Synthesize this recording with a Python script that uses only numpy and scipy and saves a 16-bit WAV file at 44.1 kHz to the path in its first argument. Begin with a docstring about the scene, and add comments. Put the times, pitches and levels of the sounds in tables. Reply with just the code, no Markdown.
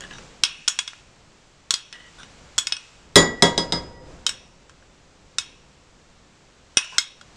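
"""A small room with a soft hiss and rumble: a metal spoon scoops thick cream from a hand-held glass bowl.
Damped clinks are short-lived modes with a noisy crack; scrapes are rows of tiny slips; thumps are single pushes.
Four harder knocks on a large bowl shake the food off; bowl, wooden table and a fork lying in it ring.
Random echoes answer the spoon. A microphone filter closes its sound above about 9 kHz."""
import sys
import numpy as np
from scipy import signal
from scipy.fft import rfft, irfft, next_fast_len
from scipy.io import wavfile
from scipy.ndimage import uniform_filter1d

SR = 44100
rng = np.random.default_rng(int(sys.argv[2]) if len(sys.argv) > 2 else 0)


def transcribe(u):
    """Save the signal u as a 16-bit wav file named by the first command-line argument.

    u: samples, shape (n,) or (channels, n), limited to [-1, 1]; the rate is SR.
    q: integer samples, one column per channel.
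    """
    v = np.clip(np.atleast_2d(u).T, -1, 1)
    q = np.round(v * 32767).astype(np.int16)
    wavfile.write(sys.argv[1], SR, q)


N = 324770  # length in samples

# background colour: pitch_hz, shape_db (relative)
HISS_COLOUR = [(12, -23.5), (22, 2), (32, 3.5), (48, -5), (71, -22.5), (129, -6.5), (223, -12),
               (494, -14.5), (551, -13), (599, -16.5), (980, -17), (1400, -18.5), (2000, -20),
               (2170, -19.5), (7660, -24.5), (14000, -66.5)]
HISS_DB = -54  # level before the swell
# background ups and downs: time_s, treble_db, bass_db (both weighted by pitch later)
SWELL = [(0, 4.5, 6.5), (.2, 5, 7.5), (.45, 1.5, 1.5), (.9, 10, -3.5), (1.05, -0.5, 2), (1.8, -1, -1.5),
         (2.2, 4.5, 3), (2.45, 1.5, 4.5), (2.8, 8, -1.5), (3.101, -1.5, 3), (3.8, -0.5, 12), (4, -8, 7),
         (4.101, -1, 8.5), (4.502, -2.5, 1), (6.698, -1.5, 0.5), (6.95, 12, -2.5), (7.1, -2, -1),
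         (7.36, 1, 3.5)]
# how fast the echoes die: pitch_hz, t60_s (time to fall by 60 dB)
ROOM_DECAY = [(200, 0.12), (800, 0.035), (2500, 0.16), (5500, 0.13), (9000, .15)]
ROOM_DB = -10
# how the microphone colours the spoon: pitch_hz, gain_db
MICROPHONE = [(8800, 2), (9400, -3), (10000, -30.5), (13000, -23.5), (14000, -45.5), (16000, -57.5),
              (16500, -76.5)]
# the spoon bottoms out with a dull push: start_s, level_db
THUMPS = [(0.434, -32), (1.737, -38), (6.771, -17), (6.98, -54)]
# the spoon edge slides over glass: start_s, end_s, rms_db, low_ring_hz, high_ring_hz
SCRAPES = [(.01, 0.058, -46.5, 1750, 2900), (0.038, 0.039, -46.5, 1860, 3430),
           (0.102, 0.16, -47, 1690, 2900), (0.127, 0.187, -52.5, 3750, 5830),
           (1.923, 2.102, -51, 1934, 2960), (2.18, 2.229, -50, 1490, 3530), (2.182, 2.253, -59, 5800, 9200),
           (6.9, 6.996, -59, 2680, 5360), (6.919, 6.984, -49.5, 1050, 1470)]
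# spoon on the small bowl: start_s, glass_db, then against the glass: neck_db, edge_db, bowl_db (parts of the spoon)
CLINKS = [(0.0074, -45.5, 1.5, 13.5, -16), (0.11, -52, -3, -11, 1), (0.1841, -44.5, -14, -18, -23),
          (0.436, -9.5, -6, -5, -10), (0.4489, -30, 1, -11, 1.5), (0.6782, -16.5, -7.5, -22, -17),
          (0.682, -12.5, -13, 3.5, -14.5), (0.7895, -17.5, -8, 0, -12.5), (0.8773, -27.5, -8, -4.5, -8.5),
          (0.9334, -55, -4, -13, -1), (1.707, -12.5, -4.5, 3.5, -14.5), (1.7398, -19.5, 0, 1, -6.5),
          (1.927, -38, 0.5, -7, -7), (2.2323, -45.5, -12, -13, -3), (2.5809, -14.5, -12, 4.5, -33),
          (2.5854, -17.5, 0, 5, -10), (2.67, -20, -14, -0.5, -5), (2.7228, -19.5, -8.5, -12, -9.5),
          (2.767, -31.5, -9.5, -33, -27), (4.2654, -15, -6.5, 1.5, -6.5), (4.2924, -19, -25, 1.5, -8),
          (4.6952, -49.5, -3.5, 1, -13), (4.825, -75.5, 2.5, -2, -9.5), (5.3844, -15.5, -9, -0.5, -7),
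          (6.771, -6, -15.5, -10.5, -15), (6.7814, -20.5, -10, -15, -13), (6.8458, -39, -12, 3, -19),
          (6.9824, -13, -5.5, 4.5, -1.5), (7.2124, -48.5, -3.5, 3, -4.5)]
# spoon on the large bowl: start_s, bowl_db, then the fork in it: middle_note_db, low_db (fork's low note with
# the bowl's deep hum), second_note_db
KNOCKS = [(3.1571, 3.5, -20, -24.5, -5.5), (3.4229, -2.5, -39, -16.5, -18), (3.5778, -13, -19, -26.5, -32),
          (3.7226, -14, -19.5, -29, -37.5)]

# Bodies are lists of mode groups; each mode: pitch_hz, level_db (relative), t60_s, after_ring_db (relative)
# groups: glass, low, lower glass, spoon neck, spoon edge, spoon bowl; damped by hand and cream
SMALL_BOWL = [
    [(5550, 0.5, 0.014, -40.5), (6005, -5.5, .02, -46.5), (8970, -8, 0.016, -52.5)],
    [(1050, -4.5, 0.014, -27), (1437, 3, 0.016, -27), (1734, 1.5, 0.01, -26.5)],
    [(2586, 2.5, 0.052, -25.5), (2858, 4.5, 0.035, -28)],
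    [(3325, 5.5, 0.029, -25.5), (4320, 3.5, 0.0093, -33)],
    [(6825, -3.5, 0.015, -36.5), (7800, -6.5, 0.02, -43), (10430, -1.5, 0.01, -32.5),
     (11170, -8, 0.04, -37.5), (12770, -7, 0.027, -37.5), (13790, -3, 0.021, -33.5)],
    [(2184, -5.5, 0.051, -37.5), (3750, 8.5, 0.014, -28.5), (5192, 5, 0.032, -36.5)],
]
# the large bowl and the table under it; the first group is the reference
LARGE_BOWL = [
    [(2900, -10.5, 0.0065, -42), (3750, -0.5, 0.015, -32), (4038, -4, 0.021, -37)],
    [(122, -7, .3, -28), (171, -3, .3, -26), (209, -8, .2, -26), (255, -7, .2, -26), (307, -6, .3, -26),
     (400, -3, .18, -23), (452, -6, .15, -25)],
    [(530, -8.5, 0.087, -15), (564.6, 0, 0.29, -14.5), (698, -4.5, 0.11, -17.5), (820, 0.5, 0.095, -17),
     (1041, -14.5, 0.09, -14), (1160, -12, 0.056, -19), (1290, -7.5, 0.085, -17)],
    [(1648, -8, 0.065, -12.5), (2089, 0.5, .06, -12.5)],
    [(4700, -16, .04, -20.5), (5210, -0.5, 0.056, -20.5), (6104, 1, 0.014, -26.5), (7690, -6.5, 0.039, -28),
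     (11300, -4.5, 0.04, -43)],
]
# groups: middle note, low group (the fork's 946 Hz note with the large bowl's long, faint 515 Hz hum), second
# note, third note, top notes
FORK = [
    [(4962, -14, .12, -45), (5006, 0, .19, -45), (5018, -19, .8, -28)],
    [(515, -30, .8, -30), (946, -4, .42, -36)],
    [(1945, -3, .25, -45), (1948, -14, .45, -40)],
    [(3336, 0, .17, -45), (3342, -14, .35, -27)],
    [(6961, -5, .24, -23), (9113, 1, .13, -22), (10860, -5, .3, -28), (13010, 1, .13, -24),
     (14760, -3, .22, -30)],
]
# how a knock shares out over the large bowl's other groups: level_db against the first group
BOWL_GROUPS_DB = (-13, -17.5, -17, -8.5)

# how each body takes a blow: crack_db, crack_t60_s, rattle_db, rattle_t60_s, rise_cycles,
# after_ring_t60_s (one per group)
CLINK_MANNER = (1, .028, -7, .07, .3, [.7, .3, .75, .4, .26, .45])
KNOCK_MANNER = (-2, .03, -7, .2, 1.2, [.3, .5, .35, .3, .25])
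FORK_MANNER = (-30, 0.023, -31.5, .1, 1.6, [0.27, 2.6, 1.6, 0.12, 0.18])

# light touches sound dull: below FIRM_DB the low and lower glass groups gain on the glass
FIRM_DB, LOW_DB, LOW_GAIN_PER_DB, LOWER_DB, LOWER_GAIN_PER_DB = -25.5, -12, 0.78, -10, 0.3179
EDGE_ON_DB, EDGE_LOSS_PER_DB = -3, 1.67  # an edge louder than this weakens the lower glass group
THIRD_DB, TOP_DB = 3, -4  # third note over the mean of the low group and second note; top notes over the second
SLIPS_PER_S = 2500  # on average
EASE_DB_PER_S = -74  # the pressure eases along a stroke


def gain_of(db):
    """Turns decibels into a gain."""
    return 10 ** (np.asarray(db) / 20)


def evened(x):
    """Scales a signal to an rms of 1."""
    return x / np.sqrt(np.mean(x ** 2) + 1e-20)


def read(points, hz):
    """Reads a curve between its points, with pitch on a log scale."""
    f, value = np.transpose(points)
    return np.interp(np.log(hz + 1), np.log(f + 1), value)


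def add(mix, start_s, sound):
    """Adds a sound to the mix at its start time."""
    part = mix[max(round(start_s * SR), 0):][:len(sound)]
    part += sound[:len(part)]


def squash(x, top, order):
    """Bends peaks softly toward the level top; a higher order is a harder knee."""
    return x / (1 + (abs(x) / top) ** order) ** (1 / order)


def background():
    """Smooth hiss over a lumpy rumble: shaped noise whose treble and bass swell by their own amounts."""
    hop, window = 256, 1024
    frames, hz = N // hop + 5, np.fft.rfftfreq(window, 1 / SR)
    real, imaginary, patches = rng.standard_normal((frames, len(hz), 3)).T
    # slight uneven patches, smoothed over pitch and then over time
    patches = evened(uniform_filter1d(uniform_filter1d(patches, 8, 0), 16, 1))
    spectrum = (real + 1j * imaginary) * gain_of(read(HISS_COLOUR, hz)[:, None] + 0.27 * patches)
    steady = signal.istft(spectrum, nperseg=window, noverlap=window - hop)[1]
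    scale = gain_of(HISS_DB) / np.std(steady)

    time_s, treble_db, bass_db = np.transpose(SWELL)
    t = np.arange(frames) * hop / SR
    treble_share = read([(500, 0.0086), (2500, 0.94)], hz)[:, None]
    treble_swell_db = treble_share * np.interp(t, time_s, treble_db)
    bass_swell_db = (1.5 - treble_share) * np.interp(t, time_s, bass_db)
    spectrum *= gain_of(treble_swell_db + bass_swell_db)
    return scale * signal.istft(spectrum, nperseg=window, noverlap=window - hop)[1][:N]


def room(x):
    """Walls send back sparse echoes of random sign, each band dying at its own speed."""
    taps = np.zeros(SR)
    at = np.arange(130, SR - 20, 20)
    taps[at + rng.integers(0, 20, len(at))] = rng.choice([-1., 1.], len(at))
    hz, t, spectrum = signal.stft(taps, SR, nperseg=256)
    decay = gain_of(-60 * t / read(ROOM_DECAY, hz)[:, None])
    tail = signal.istft(spectrum * decay, SR, nperseg=256)[1]
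    return gain_of(ROOM_DB) * signal.fftconvolve(x, tail / np.linalg.norm(tail))[:N]


def thumps():
    """One push and release of the hand-held bowl, with no ring."""
    out, u = np.zeros(N), np.arange(1000) / SR / 0.00043
    for start_s, level_db in THUMPS:
        add(out, start_s, gain_of(level_db) * u * (2 - u) * np.exp(1 - u))
    return out


def scrapes():
    """Uneven little slips tick two short rings and some grit under each stroke."""
    out, t = np.zeros(N), np.arange(1500) / SR
    for start_s, end_s, rms_db, low_hz, high_hz in SCRAPES:
        size = round((end_s - start_s) * SR)
        pressure = signal.windows.tukey(size, .25) * gain_of(EASE_DB_PER_S * np.arange(size) / SR)
        slips = (rng.random(size) < SLIPS_PER_S / SR) * rng.standard_normal(size) * pressure
        low = np.sin(2 * np.pi * low_hz * t) * gain_of(-60 * t / .025)
        high = .9 * np.sin(2 * np.pi * high_hz * t) * gain_of(-60 * t / .014)
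        grit = .5 * np.diff(rng.standard_normal(len(t) + 1)) * gain_of(-60 * t / 0.0053)
        stroke = signal.fftconvolve(slips, low + high + grit)
        add(out, start_s, gain_of(rms_db) * evened(stroke))
    return out


def blows(rows, body, manner, fuzz_hz, spread, scatter_db, size):
    """Each blow rings the modes of the body, with a short crack, a rattle and a faint, fuzzy after-ring.

    rows: start_s, level_db, then each further group's dB against that level.
    fuzz_hz: width of the after-ring; spread: share by which modes shift; scatter_db: chance in their level.
    """
    out, t, bins = np.zeros(N), np.arange(size) / SR, np.fft.rfftfreq(size, 1 / SR)
    hz, level_db, t60, after_db = np.concatenate(body).T[:, :, None]
    group = np.repeat(np.arange(len(body)), [len(g) for g in body])
    crack_db, crack_t60, rattle_db, rattle_t60, rise_cycles, after_t60 = manner
    crack_fade = gain_of(crack_db - 60 * t / crack_t60)
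    rattle_fade = gain_of(rattle_db - 60 * t / rattle_t60)
    peaks = gain_of(after_db) / (1 + (2 * (bins - hz) / fuzz_hz) ** 2) / np.sqrt(fuzz_hz / SR)
    fuzz = np.array([peaks[group == g].sum(0) for g in range(len(body))])
    after_fade = gain_of(-60 * t / np.array(after_t60)[:, None])
    rise = np.minimum(t * hz / rise_cycles, 1)  # low modes take longer to build up
    order = np.argsort(hz[:, 0])
    for start_s, db, *others_db in rows:
        struck_db = db + np.array([0, *others_db])[:, None]
        mode_db = struck_db[group] + level_db
        # grip and spot shift the modes a little
        turns = hz * (1 + spread * rng.standard_normal(hz.shape)) * t
        sign = rng.choice([-1, 1], hz.shape)
        chance_db = scatter_db * rng.standard_normal(hz.shape)
        rings = sign * rise * gain_of(mode_db + chance_db - 60 * t / t60) * np.sin(2 * np.pi * turns)

        # crack and rattle share one noise, coloured by the modes and weak in the deepest bass
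        bass_point = [20, mode_db[order[0], 0] - 48]
        colour = np.vstack([bass_point, np.hstack([hz, mode_db])[order]])
        crack_noise, after_noise = rfft(rng.standard_normal((2, size)))
        crack = irfft(crack_noise * gain_of(read(colour, bins)), size) * (crack_fade + rattle_fade)
        after = gain_of(struck_db) * irfft(after_noise * fuzz, size) * after_fade
        onset = np.minimum(t / 0.00011, 1)
        add(out, start_s, (rings.sum(0) + crack + after.sum(0)) * onset)
    return out


def fork_ringing():
    """Each knock sets the fork in the large bowl singing in long, narrow notes."""
    rows = []
    for start_s, _, middle, low, second in KNOCKS:
        third = (low + second) / 2 + THIRD_DB
        top = second + TOP_DB
        rows.append((start_s, middle, low - middle, second - middle, third - middle, top - middle))
    return blows(rows, FORK, FORK_MANNER, fuzz_hz=25, spread=.0003, scatter_db=0, size=2 * SR)


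def knocks():
    """The spoon hits the large bowl, which rings together with the table under it."""
    rows = [(start_s, bowl_db, *BOWL_GROUPS_DB) for start_s, bowl_db, *_ in KNOCKS]
    return blows(rows, LARGE_BOWL, KNOCK_MANNER, fuzz_hz=160, spread=.008, scatter_db=2, size=SR)


def clinks():
    """The spoon taps the small bowl; hand and cream damp it, and light touches sound duller."""
    start_s, glass_db, neck, edge, bowl = np.transpose(CLINKS)
    light = np.maximum(FIRM_DB - glass_db, 0)
    low = LOW_DB + LOW_GAIN_PER_DB * light
    edge_loss = EDGE_LOSS_PER_DB * np.maximum(edge - EDGE_ON_DB, 0)
    lower = LOWER_DB + LOWER_GAIN_PER_DB * light - edge_loss
    rows = np.transpose([start_s, glass_db, low, lower, neck, edge, bowl])
    return blows(rows, SMALL_BOWL, CLINK_MANNER, fuzz_hz=250, spread=.02, scatter_db=3, size=SR // 2)


def scene():
    """Spoon, bowls and fork with their echoes, plus the thumps without echo."""
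    spoon = clinks() + knocks() + fork_ringing() + scrapes()
    return (spoon + room(spoon) + thumps())[None]


def band_limit(x):
    """A steep low-pass at the top of the band."""
    return signal.sosfilt(signal.butter(12, 16410, fs=SR, output="sos"), x)


def record(dry):
    """The hardest blows overload the input, a filter shuts off the top, the converter caps the last peaks."""
    size = next_fast_len(N + 2048)
    spectrum = rfft(squash(dry, top=.8, order=4), size)
    microphone_gain = gain_of(read(MICROPHONE, np.fft.rfftfreq(size, 1 / SR)))
    coloured = irfft(spectrum * microphone_gain, size)[:, :N]
    mix = squash(coloured + background(), top=.98, order=10)
    return band_limit(mix)


dry = scene()
out = record(dry)
transcribe(out)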